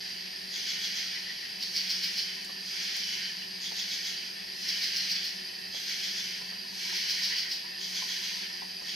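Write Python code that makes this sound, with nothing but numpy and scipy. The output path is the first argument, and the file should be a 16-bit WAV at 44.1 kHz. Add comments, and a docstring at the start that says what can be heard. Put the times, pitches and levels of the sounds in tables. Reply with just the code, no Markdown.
"""Katydids in the night trees

Two near katydids trade rasping verses of mostly four or five syllables, each syllable a file
of teeth dragged over a wing. A far chorus swells with them and crickets trill steadily behind,
all scattered by the leaves. Underneath are a wash of night air, a distant fan's hum and a faint
flutter; a thin whine hangs in the treble, and a few soft taps and ticks sound close by."""
import sys
import numpy as np
from scipy import signal
from scipy.fft import rfft, irfft
from scipy.io import wavfile

SR = 44100
rng = np.random.default_rng(int(sys.argv[2]) if len(sys.argv) > 2 else 0)


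def store_pcm(level_fs):
    """Save levels as 16-bit WAV."""
    pcm = np.round(np.clip(level_fs, -1, 1) * 32767).astype(np.int16)
    wavfile.write(sys.argv[1], SR, np.atleast_2d(pcm).T)


N = 394694
TIME = np.arange(N) / SR


def calling_katydid():
    """The nearest katydid: short, crisp strokes of the file."""
    # verses: first stroke t/s, syllables, relative level/dB
    verses = [(1.632, 5, -20), (4.697, 5, -20), (6.967, 5, -20.5)]
    # what the wing radiates: f/Hz, relative level/dB
    wing = [(1000, -40.5), (1600, -25.5), (2100, -13), (2600, -16.5), (3100, -9), (3600, -14), (4200, -2.5),
            (4900, 0.5), (5600, -3.5), (6400, -21), (7500, -29), (10000, -28.5), (14000, -25), (16000, -28)]
    return katydid(verses, wing, gain_db=-8.5, rise_s=0.025, fall_s=0.017, teeth_per_s=280,
                   ring_s=0.0021, echo_s=.038, echo_db=-6, wet_db=-1.5, t60=0.42)


def answering_katydid():
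    """The katydid that answers: slower strokes, more of them heard off the leaves."""
    # verses: first stroke t/s, syllables, relative level/dB
    verses = [(0.562, 4, -31.5), (2.684, 4, -39.5), (3.654, 4, -32), (5.771, 4, -34), (7.835, 4, -34),
              (8.894, 1, -37)]
    # what the wing radiates: f/Hz, relative level/dB
    wing = [(1000, -32), (1600, -15), (2200, -4), (2650, -15.5), (3300, 2.5), (3700, -5), (4100, -1),
            (5000, 0.5), (5600, -5.5), (6300, -3.5), (7500, -24), (10000, -32.5), (13000, -22),
            (16000, -31)]
    return katydid(verses, wing, gain_db=-1, rise_s=0.044, fall_s=0.019, teeth_per_s=190,
                   ring_s=0.0025, echo_s=.025, echo_db=-10, wet_db=4, t60=0.33)


def katydid(verses, wing, gain_db, rise_s, fall_s, teeth_per_s, ring_s, echo_s, echo_db, wet_db, t60):
    """The strokes drag the file over the wing; a duller echo follows each."""
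    pressure = amp(gain_db) * sum(verse(*row, rise_s, fall_s) for row in verses)
    rasp = pressure * scrape(teeth_per_s, jitter=.2, ring_s=ring_s, uneven_db=1)
    echo = amp(echo_db) * signal.lfilter(*signal.butter(2, 7000, fs=SR), delayed(rasp, echo_s))
    return colour(trees(rasp + echo, wet_db, t60), wing)


def verse(start, syllables, level_db, rise_s, fall_s, pace_s=0.1393, first_db=-1.7, last_db=-1.5):
    """Wing pressure over a verse: even strokes that press and let go, the first and last softer."""
    pressure, count = np.zeros(N), round(syllables)
    t = TIME[:SR // 4] - TIME[SR // 8]  # zero at the height of the stroke
    stroke = np.exp(-(t / np.where(t < 0, rise_s, fall_s)) ** 2)
    for k in range(count):
        ease_db = first_db if k == 0 else last_db if k == count - 1 else 0
        add(pressure, start + k * pace_s + t[0], amp(level_db + ease_db) * stroke)
    return pressure


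def scrape(teeth_per_s, jitter, ring_s, uneven_db):
    """A scraper catches tooth after tooth; each catch is a short burst of wing vibration."""
    gaps_s = np.exp(jitter * rng.standard_normal(2 ** 14)) / teeth_per_s
    catches = np.cumsum(gaps_s) * SR
    teeth = np.bincount(catches[catches < N].astype(int), minlength=N)
    force = teeth * amp(uneven_db * rng.standard_normal(N))
    energy = signal.lfilter([1], [1, -np.exp(-2 / (ring_s * SR))], force ** 2 + 1e-12)
    return unit(np.sqrt(energy) * rng.standard_normal(N))


def chorus(edge_lead_s=0.062):
    """The far chorus swells over its stragglers; the nearest, brightest singers lead each wave."""
    # waves: start t/s, length/s, level/dB, bright edge relative to the wave/dB
    waves = [(-0.6, 0.6, -39.5, -5), (0.482, 0.63, -38.5, -7.5), (1.0, 0.42, -44.5, -22),
             (1.64, 0.62, -38.5, -6), (2.617, 0.61, -36.5, -7), (3.63, 0.56, -41.5, -3.5),
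             (4.518, 0.66, -36, -6.5), (5.717, 0.6, -39, -3.5), (6.699, 0.66, -35.3, -6),
             (7.796, 0.62, -39.5, -2.5), (8.794, 0.62, -38, -7.5)]
    # body of the massed wings: f/Hz, relative level/dB
    body_tone = [(900, -57), (1250, -23.5), (1500, -10.5), (1950, -5.5), (2250, -1), (2600, -6.5),
                 (3050, 1.5), (3400, -0.5), (3700, -8.5), (4100, -2), (4800, 2), (5600, -3), (7000, -24),
                 (9000, -45)]
    # bright edge of the nearer wings: f/Hz, relative level/dB
    edge_tone = [(2500, -39), (4000, 0), (5000, -0.5), (5900, 0), (6500, -7), (7100, -19), (7800, -19.5),
                 (10500, -19), (12500, -16), (14000, -22), (16000, -31)]
    stragglers = amp(-46 - 0.33 * TIME)
    body_power, edge_power = stragglers ** 2, (stragglers * amp(-7.5)) ** 2
    for start, length, db, bright_db in waves:
        body_power += (amp(db) * swell(start, length)) ** 2
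        edge_power += (amp(db + bright_db) * swell(start - edge_lead_s, length)) ** 2
    body = colour(crowd(7, throb_db=3), body_tone)
    edge = colour(crowd(7, throb_db=0.5), edge_tone)
    return np.sqrt(body_power) * body + amp(0.5) * np.sqrt(edge_power) * edge


def swell(start, length, rise_s=0.21, fall_db_per_s=54):
    """Envelope of one chorus wave: singers join quickly, hold, then drop out."""
    t = TIME - start
    attack = np.sin(np.pi / 2 * np.clip(t / rise_s, 0, 1)) ** 2
    return attack * amp(-fall_db_per_s * np.maximum(t - length, 0))


def crowd(syllables_per_s, throb_db, count=4):
    """Far katydids, each throbbing at its own pace, blurred by the wood."""
    voices = np.zeros(N)
    for _ in range(count):
        turns = syllables_per_s * rng.uniform(.93, 1.07) * TIME + rng.random()
        rasp = scrape(rng.uniform(140, 260), jitter=.25, ring_s=0.0011, uneven_db=1.5)
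        voices += amp(throb_db * np.sin(2 * np.pi * turns)) * rasp
    return trees(unit(voices), wet_db=3.5, t60=0.48)


def far_katydids(width_hz=135, stroke_s=0.026):
    """Blurred verses from deep in the wood, each carrying in just one narrow band."""
    # verses: first stroke t/s, syllables, level/dB, band centre f/Hz
    verses = [(1.163, 3, -44, 1965), (3.148, 3, -43, 2990), (4.685, 2, -43, 2000), (7.195, 3, -42.5, 1940)]
    voices = np.zeros(N)
    for start, syllables, db, hz in verses:
        rasp = band(rng.standard_normal(N), hz, width_hz)
        voices += verse(start, syllables, db, stroke_s, stroke_s) * rasp
    return trees(voices, wet_db=-4, t60=0.21)


def crickets():
    """A steady bed of trills in three registers, the middle one loudest."""
    # what the middle, high and low wings radiate: f/Hz, relative level/dB
    middle_wing = [(3000, -59), (3900, -11), (4350, -11.5), (4600, -1.5), (4980, 0.5), (5200, -10),
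                   (5700, -23), (7000, -53)]
    high_wing = [(6500, -27), (8000, -14.5), (8800, -2.5), (9800, -1.5), (10400, -9.5), (11500, -5),
                 (13000, -28), (16000, -36)]
    low_wing = [(1100, -26), (1550, -16), (1790, 3.5), (2000, -5), (2300, -9.5), (2600, 0), (2850, -9.5),
                (3100, -6.5), (3600, -11), (4500, -58)]
    return (trill(middle_wing, level_db=-42, pulses_per_s=180, ring_s=0.0064, wet_db=-5.5)
            + trill(high_wing, level_db=-61.5, pulses_per_s=240, ring_s=0.0036, wet_db=10)
            + trill(low_wing, level_db=-49.5, pulses_per_s=120, ring_s=0.0079, wet_db=1.5))


def trill(wing, level_db, pulses_per_s, ring_s, wet_db):
    """Overlapping pulses, coloured by the wing's resonances."""
    pulses = scrape(pulses_per_s, jitter=.28, ring_s=ring_s, uneven_db=1.15)
    return amp(level_db) * colour(trees(pulses, wet_db, t60=.2), wing)


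def taps(gain_db=-2.5, spread=0.108, knock_s=0.0074, attack_s=0.0011):
    """Light touches: a dull knock and a small cluster of damped modes."""
    # touches: t/s, relative level/dB, f/Hz, t60/s, knock relative to the ring/dB
    touches = [(2.493, -41, 1130, 0.035, -4), (2.963, -50, 1180, .05, -3), (3.714, -49.5, 690, 0.11, 7),
               (5.743, -48, 653, .06, 4), (6.412, -50.5, 740, .035, 6), (6.521, -51.5, 890, .04, 7),
               (6.924, -49, 934, .1, -2), (8.020, -42, 970, .1, -6), (8.618, -44, 970, 0.11, 3),
               (8.820, -55, 700, 0.046, 10.5)]
    out, t = np.zeros(N), TIME[:SR // 3]
    ratios = 1 + spread * np.linspace(-1, 1, 5)[:, None]
    attack = 1 - np.exp(-t / attack_s)
    for start, db, hz, t60, knock_db in touches:
        modes = np.sin(2 * np.pi * hz * ratios * t + rng.uniform(0, 2 * np.pi, (5, 1)))
        ring = unit(modes.sum(0)) * np.exp(-np.log(1000) * t / t60)
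        knock = band(rng.standard_normal(len(t)), hz=680, width_hz=670) * np.exp(-t / knock_s)
        add(out, start, amp(db + gain_db) * (ring + amp(knock_db) * knock) * attack)
    return trees(out, wet_db=-8, t60=0.16)


def ticks(fade_s=0.0035):
    """Tiny dry snaps of bright noise."""
    # snaps: t/s, level/dB
    snaps = [(2.447, -39), (2.9642, -36), (7.5344, -39)]
    # tone of a snap: f/Hz, relative level/dB
    tone = [(2000, -22), (5000, 7), (9000, 0), (14000, -6), (16000, -8)]
    out, t = np.zeros(N), TIME[:SR // 20]
    for start, db in snaps:
        add(out, start, amp(db) * rng.standard_normal(len(t)) * np.exp(-t / fade_s))
    return colour(trees(out, wet_db=-3, t60=.12), tone)


def fan(steady_share=0.75, lean=0.86, dip_at_s=1.38, dip_width_s=0.12, dip_db=-4):
    """A distant fan's wavering hum, dipping once; its main drone has a steady core and sits left."""
    # hum lines, the main drone in the first row: f/Hz, width/Hz, level/dB
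    hum_lines = [(184.5, 7.5, -59.5), (201.6, 3.6, -66.5), (168.5, 11, -71), (373.6, 15, -66),
                 (754.6, 16, -73.5), (989, 44, -75)]
    lines = [amp(db) * unit(band(rng.standard_normal((2, N)), hz, width)) for hz, width, db in hum_lines]
    core_hz, _, core_db = hum_lines[0]
    core = np.sqrt(2) * amp(core_db) * np.sin(2 * np.pi * core_hz * TIME + 0.66 * drift(4))
    waver_mid, waver_side = lines[0]
    drone = np.sqrt(steady_share) * core + np.sqrt(1 - steady_share) * waver_mid
    hum = np.array([drone, lean * drone + .5 * waver_side]) + sum(lines[1:])
    return hum * amp(dip_db * np.exp(-((TIME - dip_at_s) / dip_width_s) ** 2))


def whine():
    """Thin steady tones in the treble, drifting slightly in phase."""
    # tones: f/Hz, level/dB
    tones = [(2626, -65), (5370, -70.5), (11704, -61)]
    return sum(np.sqrt(2) * amp(db) * np.sin(2 * np.pi * hz * TIME + .25 * drift(6.4))
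               for hz, db in tones)


def flutter(hz=985, width_hz=65, early_db=-73, late_db=-65, grows_at_s=6.5, grow_s=0.3):
    """A faint, uneven flutter in one narrow band that grows late in the scene."""
    pulses = band(scrape(19, jitter=.35, ring_s=0.013, uneven_db=1.6), hz, width_hz)
    grown = .5 + .5 * np.tanh((TIME - grows_at_s) / grow_s)
    return trees(pulses * amp(early_db + (late_db - early_db) * grown), wet_db=-2.5, t60=0.16)


def air(level_db=-59):
    """Faint wash of the night from all sides."""
    # tone of still air: f/Hz, relative level/dB
    tone = [(20, -12), (70, -12.5), (100, 0.5), (150, 1), (230, 5), (300, 1), (370, 2.5), (450, 0),
            (560, -5), (720, -4.5), (830, -5.5), (1170, -7.5), (7000, -12.5), (15000, -33)]
    return amp(level_db) * colour(rng.standard_normal((2, N)), tone)


def trees(x, wet_db, t60, paths=4):
    """Mid and side of a sound arriving straight and scattered by leaves along shifting paths."""
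    t, out = TIME[:int(SR * min(t60, .6))], np.zeros((2, N))
    turns = 5 * TIME + rng.random()  # five crossfades a second
    for k in range(paths):
        scatter = rng.standard_normal((2, len(t))) * (rng.random((2, len(t))) < .1)
        tail = scatter * amp(-60 * t / t60)
        tail *= amp(wet_db) / np.linalg.norm(tail, axis=1, keepdims=True)
        offset = abs((turns - k + paths / 2) % paths - paths / 2)
        share = np.cos(np.pi / 2 * np.minimum(offset, 1))  # equal-power crossfade
        out += signal.oaconvolve((x * share)[None], tail, axes=1)[:, :N]
    out += [x, .5 * delayed(x, 0.0077)]  # one early reflection comes from the side
    return out / np.sqrt(1 + amp(wet_db) ** 2)


def amp(db):
    """Decibels to gain."""
    return 10 ** (np.asarray(db) / 20)


def unit(x):
    """Scales to rms 1."""
    return x / np.sqrt(np.mean(x ** 2) + 1e-20)


def spectrum(points):
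    """Gain at every bin from points of f/Hz, level/dB."""
    hz, db = np.transpose(points)
    return amp(np.interp(np.log(np.fft.rfftfreq(N, 1 / SR) + 1), np.log(hz), db))


def colour(x, points):
    """Gives a white sound a spectrum and keeps its power."""
    return irfft(rfft(x) * unit(spectrum(points)), N)


def band(x, hz, width_hz):
    """A white sound through one steep resonance, power kept."""
    shape = 1 / (1 + ((np.fft.rfftfreq(x.shape[-1], 1 / SR) - hz) / width_hz) ** 2)
    return irfft(rfft(x) * unit(shape), x.shape[-1])


def drift(below_hz):
    """Slow random wander of rms 1."""
    hz = np.fft.rfftfreq(N, 1 / SR)
    return unit(irfft(rfft(rng.standard_normal(N)) * (hz > 0) * (hz < below_hz), N))


def delayed(x, s):
    """The same sound s seconds later."""
    return np.pad(x, (round(s * SR), 0))[:N]


def add(mix, s, sound):
    """Mixes a sound in at s seconds."""
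    part = mix[max(round(s * SR), 0):][:len(sound)]
    part += sound[:len(part)]


def scene():
    """All sources mixed as mid and side, then spread to left and right."""
    # stereo width: f/Hz, side gain/dB
    width = [(30, -1), (90, -9), (180, -10), (330, -0.5), (500, 7.5), (770, 13.5), (1170, 0), (1790, -2),
             (2740, -5.5), (4500, -6), (6400, -7.5), (9800, -2), (15000, -2)]
    field = calling_katydid() + answering_katydid() + chorus() + far_katydids() + crickets()
    field += air() + fan() + taps() + flutter() + ticks()
    mid = field[0] + whine()
    side = irfft(rfft(field[1]) * spectrum(width), N)
    return np.array([mid + side, mid - side]) * amp([[-.2], [.2]])


def record(dry):
    """A steep low-pass at 15650 Hz trims the very top."""
    lowpass = signal.firwin(511, 15650, window=("kaiser", 9), fs=SR)
    return signal.oaconvolve(dry, lowpass[None], "same")


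dry = scene()
out = record(dry)
store_pcm(out)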